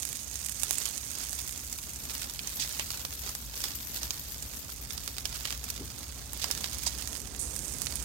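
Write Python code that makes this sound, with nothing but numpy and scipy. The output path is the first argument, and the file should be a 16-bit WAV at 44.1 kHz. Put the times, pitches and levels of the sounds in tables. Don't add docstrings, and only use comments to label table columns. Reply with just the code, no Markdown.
import sys
import numpy as np
from scipy import signal
from scipy.fft import rfft, irfft
from scipy.io import wavfile

SR = 44100
rng = np.random.default_rng(int(sys.argv[2]) if len(sys.argv) > 2 else 0)


def store_wav(level_fs):
    pcm = np.round(np.clip(np.atleast_2d(level_fs), -1, 1) * 32767)
    wavfile.write(sys.argv[1], SR, pcm.T.astype(np.int16))


N = 354563
TIME_S = np.arange(N) / SR
SIMMER_DB = -43.5

# start in seconds, hold in seconds, level in dB.
FAT_SURGES = [(0.0, 0.2, -49.5), (.33, 0.13, -45.5), (.62, .27, -39.5), (1.14, 0.079, -37.5),
              (1.32, 0.1, -42), (2.07, 0.17, -38.5), (2.41, .42, -40.5), (2.86, .15, -41.5),
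              (3.21, 0.08, -38), (3.55, .17, -36.5), (3.93, 0.11, -37), (4.1, 0.27, -47), (4.87, 0.13, -47),
              (5.25, 0.29, -39), (5.67, .08, -41), (6.33, .07, -39), (6.4, .27, -36), (6.698, .33, -39),
              (7.87, 0.11, -40)]
# time in seconds, level in dB.
BAR_LEVELS = [(0, -32), (.25, -38.5), (.8, -33), (1.1, -35), (1.42, -33.5), (1.55, -39), (2.7, -41),
              (3.2, -43.5), (6.3, -45.5), (6.5, -43), (7.15, -37), (7.35, -44), (7.6, -35.5), (8.04, -39)]
# start in seconds, relative energy in dB, pitch in Hz,
# splinter share from 0 to 1.
EMBER_POPS = [(.052, -21.5, 7100, 0.2), (0.3564, -22.5, 6330, 0.5), (.4612, -21, 7800, 0.9),
              (0.4947, -17.5, 8100, 0.77), (0.6334, -12, 7800, 0.46), (0.7091, -12, 7550, 0.04),
              (.7833, -15.5, 7800, 0.86), (0.8548, -16, 6300, 0.97), (.889, -28, 8600, 0.5),
              (0.9773, -22, 6900, 0.97), (1.33, -21.5, 7300, .25), (1.7273, -20, 6450, 0.75),
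              (2.2975, -24, 6200, 0.5), (2.3918, -21, 3880, 0.84), (2.473, -20, 6340, 0.9),
              (2.7961, -19, 4430, 0.2), (2.9049, -21.5, 5060, 0.3), (2.916, -25, 7200, 1),
              (3.0508, -19, 6150, 0.8), (3.2928, -24, 6500, .2), (3.3516, -23, 6260, 0),
              (3.6407, -18, 4930, 0), (4.0319, -20.5, 5300, 0.45), (4.1068, -17, 5100, 0.5),
              (4.4258, -24.5, 7500, 1), (4.9064, -23.5, 4200, .5), (4.9788, -23.5, 5200, 0.55),
              (5.0776, -20.5, 5200, 0.05), (5.1833, -21.5, 4740, 0.05), (5.2546, -15, 4760, 0.93),
              (5.4541, -20.5, 3600, 0.1), (5.5061, -21.5, 4060, 0.14), (5.5259, -21.5, 4280, 0.3),
              (5.641, -22, 6800, 0.6), (5.7014, -18.5, 6300, 1), (6.333, -23, 10600, 0),
              (6.4424, -16.5, 5200, 0.6), (6.512, -13.5, 7250, 0.9), (6.643, -18.5, 3811, 0.2),
              (6.8678, -18.5, 5700, 0.78), (7.075, -23, 6700, 0.24), (7.8187, -18, 8260, 0.4),
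              (7.8692, -19, 4200, 0.4), (7.9562, -18.5, 8700, 1)]
# start in seconds, decay in seconds, level in dB, pitch in Hz.
DRIP_SPURTS = [(2.551, 0.036, -36, 13000), (2.595, 0.052, -27, 5300), (2.617, 0.016, -29, 3400),
               (2.795, 0.032, -33.5, 3400), (3.614, 0.007, -29, 5860), (3.636, .031, -30.5, 5470),
               (5.483, .005, -29.5, 3620), (6.416, 0.017, -25.5, 4500), (6.862, 0.019, -20, 5800),
               (7.391, 0.017, -25, 8150), (7.408, 0.056, -29.5, 8300), (7.462, 1, -39.5, 8250)]
# time in seconds, base level in dB.
FIZZ_LEVELS = [(0, -52), (1.5, -49.5), (2.2, -44.5), (4.1, -40.5), (6.2, -54.5), (6.8, -47.5), (7.2, -66),
               (8.04, -60)]
# start in seconds, energy in dB over 1 ms, pitch in Hz.
COAL_KNOCKS = [(0.7099, -39, 950), (2.7966, -26.5, 612), (3.0494, -31, 600), (4.693, -35.5, 636),
               (6.4432, -23.5, 720), (6.5045, -25.5, 690), (6.87, -30, 654)]
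# time in seconds, level in dB.
STEAM_LEVELS = [(0, -44.5), (1.4, -47), (1.9, -53), (2.5, -60), (3.2, -58), (6.3, -55), (6.9, -47),
                (8.04, -65)]
# time in seconds, rumble in dB, flutter in dB.
FLAME_LEVELS = [(0, -49.5, -56.5), (5.0, -47, -56), (7.4, -45.5, -51), (8.04, -42.5, -51.5)]
# centre in seconds, half length in seconds, level in dB, pitch in Hz.
FLAME_FLARES = [(5.814, 0.028, -42, 292), (5.815, 0.048, -47, 97), (7.54, 0.39, -57, 377)]
# frequency in Hz, relative density in dB.
COAL_SPECTRUM = [(150, -18), (350, -6), (650, -6.5), (1500, -5.5), (3000, -3), (4600, 3.5), (6500, 0.5),
                 (9000, -5.5), (10000, -10), (12000, -7), (16000, -10)]
GRATE_SPECTRUM = [(300, -34), (1000, -23.5), (2500, -14), (4300, -16.5), (5200, -9), (6500, -2), (7500, -5),
                  (8900, -1), (9800, -9), (12000, -8), (16000, -19.5)]
JUICE_SPECTRUM = [(1000, -25), (5000, -13), (8500, -11.5), (9900, -15), (11500, -6), (13000, -0.5),
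                  (16000, -11)]
RUMBLE_SPECTRUM = [(20, -43), (30, -34), (40, -8), (52, -2.5), (61, 4.5), (80, -6.5), (110, -10),
                   (135, -8.5), (165, -17.5), (300, -32), (1000, -65)]
FLUTTER_SPECTRUM = [(60, -28.5), (130, -10.5), (200, -0.5), (260, 1.5), (330, -7), (500, -9.5), (1000, -13),
                    (2000, -19), (5000, -27), (16000, -93)]
# frequency in Hz, gain in dB.
LEFT_RESPONSE = [(400, -5), (1500, -2), (2400, -7.5), (3400, -8.5), (5000, -15.5), (6500, -12), (8800, -16),
                 (9900, -11), (11500, -7.5), (16000, 3)]
# time in seconds, treble gain in dB.
LEFT_FACING = [(0, -5.5), (1.0, -3), (1.9, 1.5), (3.1, 3), (4.7, -1.5), (5.6, 1.5), (6.9, -2), (7.3, -13),
               (8.04, -17)]


def frying(surge):
    bars_db, = in_time(BAR_LEVELS)
    coal_gain = np.hypot(from_db(SIMMER_DB - 0.3 * drift(rate_hz=8)), surge)
    grate_gain = np.hypot(from_db(bars_db), from_db(-10) * surge)
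    coals = bursts(per_s=2400, spread_db=4.5, clump_db=2, clump_hz=50, hiss_db=-5)
    grate = bursts(per_s=2400, spread_db=5.5, clump_db=2, clump_hz=62, hiss_db=-9)
    sizzle = coal_gain * rms_one(colour(coals, COAL_SPECTRUM))
    sizzle += grate_gain * rms_one(colour(grate, GRATE_SPECTRUM))
    crackle = ticks(per_s=90, spread_db=19, spread_octaves=0.61, q=0.63)
    crackle *= np.hypot(from_db(-8) * coal_gain, from_db(-9) * grate_gain)
    snaps = ticks(per_s=45, spread_db=7, spread_octaves=0.51, q=0.84)
    return from_db(-0.84) * sizzle + crackle + from_db(-7.5) * surge * snaps


def fat_surges(rise_s, fall_s):
    power = np.zeros(N)
    for start_s, hold_s, db in FAT_SURGES:
        t = np.arange(int((hold_s + 8 * fall_s) * SR)) / SR
        gain = from_db(db) * (1 - np.exp(-t / rise_s)) * np.exp(-np.maximum(t - hold_s, 0) / fall_s)
        add(power, start_s, gain ** 2)
    return np.sqrt(power)


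def bursts(per_s, spread_db, clump_db, clump_hz, hiss_db):
    clumps = from_db(clump_db * drift(clump_hz))
    onsets = rng.random(N) < per_s / SR
    sizes = from_db(spread_db * np.minimum(rng.exponential(1, N), 5))
    clicks = rms_one(onsets * sizes * rng.choice([-1, 1], N))
    return rms_one(clumps * (clicks + from_db(hiss_db) * rng.standard_normal(N)))


def ticks(per_s, spread_db, spread_octaves, q):
    out, impulse = np.zeros(N), signal.unit_impulse(256)
    for when, strength, pitch in rng.random((int(per_s * N / SR), 3)):
        hz = 6000 * 2 ** (spread_octaves * (2 * pitch - 1))
        tick = unit_energy(resonate(impulse, hz, q))
        add(out, when * N / SR, from_db(spread_db * strength ** 3) * tick)
    return rms_one(out)


def pops(crack_q, splinter_q, splinter_s, thud_db, gain_db, size=1024):
    out, t = np.zeros(N), np.arange(size) / SR
    impulse = signal.unit_impulse(size)
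    thud = from_db(thud_db) * unit_energy(resonate(impulse, hz=1380, q=0.64))
    for start_s, db, hz, share in EMBER_POPS:
        noise = rng.standard_normal(size)
        crack = unit_energy(resonate(impulse, hz, crack_q)) + thud
        grains = noise * np.abs(noise) * np.exp(-t / splinter_s)
        splinters = unit_energy(resonate(grains, hz, splinter_q))
        pop = np.sqrt(share) * splinters - np.sqrt(1 - share) * crack
        add(out, start_s, from_db(db + gain_db) * np.sqrt(SR / 1000) * pop)
    return out


def spurts(width_hz, rise_s, gain_db, size=32768):
    out, t = np.zeros(N), np.arange(size) / SR
    for start_s, decay_s, db, hz in DRIP_SPURTS:
        q = hz / width_hz
        rough = rng.standard_normal(size) ** 3
        jet = rms_one(resonate(resonate(rough, hz, q), hz, q))
        envelope = (1 - np.exp(-t / rise_s)) * np.exp(-(t / decay_s) ** 2)
        add(out, start_s, from_db(db + gain_db) * jet * envelope)
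    return out


def fizz(surge):
    level_db, = in_time(FIZZ_LEVELS)
    swing = np.hypot(1, surge / from_db(SIMMER_DB)) ** 0.27
    bubbles = bursts(per_s=1600, spread_db=5.5, clump_db=3, clump_hz=36, hiss_db=-14)
    return from_db(level_db) * swing * rms_one(colour(bubbles, JUICE_SPECTRUM))


def knocks(q, crumble_s, crumble_db, size=2048):
    out, t = np.zeros(N), np.arange(size) / SR
    for start_s, db, hz in COAL_KNOCKS:
        crumble = unit_energy(rng.standard_normal(size) * np.exp(-t / crumble_s))
        split = signal.unit_impulse(size) + from_db(crumble_db) * crumble
        add(out, start_s, from_db(db) * np.sqrt(SR / 1000) * unit_energy(resonate(split, hz, q)))
    return out


def singing_steam(hz, q, flicker_db):
    level_db, = in_time(STEAM_LEVELS)
    flow = rng.standard_normal(N) * from_db(flicker_db * drift(rate_hz=28))
    return from_db(level_db) * rms_one(resonate(flow, hz, q))


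def flames(rumble_side_db, flutter_side_db, flicker_db, left_bias_db, flare_q):
    rumble_db, flutter_db = in_time(FLAME_LEVELS)
    side_sign = np.array([[1], [-1]])

    def stereo_noise(spectrum, side_db, size):
        mid, side = [rms_one(colour(noise, spectrum, size)) for noise in rng.standard_normal((2, N))]
        return mid + from_db(side_db) * side_sign * side

    rumble = stereo_noise(RUMBLE_SPECTRUM, rumble_side_db, size=16384)
    flutter = stereo_noise(FLUTTER_SPECTRUM, flutter_side_db, size=4096)
    out = from_db(rumble_db + left_bias_db * side_sign) * rumble
    out += from_db(flutter_db + flicker_db * drift(rate_hz=16.6)) * flutter
    for centre_s, half_s, db, hz in FLAME_FLARES:
        puff = rms_one(resonate(resonate(rng.standard_normal(N), hz, flare_q), hz, flare_q))
        out += from_db(db) * puff * np.exp(-((TIME_S - centre_s) / half_s) ** 2)
    return out


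def bowl(x, near_db, near_s, far_db, far_s, size=2048):
    hop, t = size // 8, np.arange(size * 3 // 4) / SR
    frames = np.lib.stride_tricks.sliding_window_view(np.pad(x, (hop, 2 * hop)), 2 * hop)[::hop]
    frames = frames * signal.windows.cosine(2 * hop)
    near = from_db(near_db) * unit_energy(np.exp(-t / near_s) * (t > 0.0002))
    far = from_db(far_db) * unit_energy(np.exp(-t / far_s) * (t > near_s))
    decay = np.hypot(near, far)
    responses = rng.standard_normal((len(frames), len(t))) * decay
    echoes = np.zeros(len(frames) * hop + size)
    for k, echo in enumerate(irfft(rfft(frames, size) * rfft(responses, size))):
        echoes[k * hop:k * hop + size] += echo
    return (x + echoes[hop:hop + N]) / np.sqrt(1 + np.sum(decay ** 2))


def from_db(db):
    return 10 ** (np.asarray(db) / 20)


def rms_one(x):
    return x / np.sqrt(np.mean(x ** 2) + 1e-20)


def unit_energy(x):
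    return x / np.sqrt(np.sum(x ** 2) + 1e-20)


def in_time(rows):
    times_s, *columns = np.transpose(rows)
    return [np.interp(TIME_S, times_s, column) for column in columns]


def add(out, start_s, sound):
    start = int(np.clip(round(start_s * SR), 0, N - 1))
    out[start:start + len(sound)] += sound[:N - start]


def drift(rate_hz):
    step, warmup = 20, 4000
    pole = np.exp(-2 * np.pi * rate_hz * step / SR)
    noise = rng.standard_normal(N // step + warmup + 2)
    slow = signal.lfilter([1], [1, -2 * pole, pole * pole], noise)[warmup:]
    return np.interp(np.arange(N) / step, np.arange(len(slow)), rms_one(slow))


def colour(x, spectrum, size=1024):
    hz, db = np.transpose(spectrum)
    bins_hz = np.maximum(np.fft.rfftfreq(size, 1 / SR), 1)
    gain = from_db(np.interp(np.log(bins_hz), np.log(hz), db))
    cepstrum = irfft(np.log(gain))
    cepstrum[1:size // 2] *= 2
    cepstrum[size // 2 + 1:] = 0
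    return signal.oaconvolve(x, irfft(np.exp(rfft(cepstrum))))[:N]


def resonate(x, hz, q):
    w = 2 * np.pi * min(hz, SR / 2 - 2000) / SR
    a = np.sin(w) / (2 * q)
    return signal.lfilter([a, 0, -a], [1 + a, -2 * np.cos(w), 1 - a], x + 1e-18)


def scene():
    surge = fat_surges(rise_s=0.014, fall_s=0.033)
    grill = frying(surge) + spurts(width_hz=5100, rise_s=0.0016, gain_db=-0.16)
    grill += singing_steam(hz=6550, q=18, flicker_db=1)
    grill += pops(crack_q=0.9, splinter_q=1.97, splinter_s=0.0019, thud_db=-13.5, gain_db=0.72)
    grill += knocks(q=0.7, crumble_s=0.002, crumble_db=-4)
    right = bowl(grill, near_db=-12, near_s=0.0015, far_db=-8.5, far_s=0.0065)
    delayed = np.interp(TIME_S - 0.00027, TIME_S, grill)
    left = colour(bowl(delayed, near_db=11, near_s=0.0031, far_db=2.5, far_s=0.011), LEFT_RESPONSE)
    facing_db, = in_time(LEFT_FACING)
    bass = signal.sosfilt(signal.butter(1, 1100, fs=SR, output="sos"), left)
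    left = bass + from_db(facing_db) * (left - bass)
    juice = fizz(surge)
    left += bowl(juice, near_db=-0.5, near_s=0.0074, far_db=-1, far_s=0.018)
    right += from_db(-18) * bowl(juice, near_db=17, near_s=0.003, far_db=1, far_s=0.012)
    fire = flames(rumble_side_db=-9.5, flutter_side_db=-7, flicker_db=1.8, left_bias_db=0.5, flare_q=1.3)
    return np.array([left, right]) + fire


def record(dry):
    dipped = dry - 0.7 * resonate(dry, hz=4110, q=45)
    return signal.sosfilt(signal.ellip(12, 0.1, 80, 15900, fs=SR, output="sos"), dipped)


dry = scene()
out = record(dry)
store_wav(out)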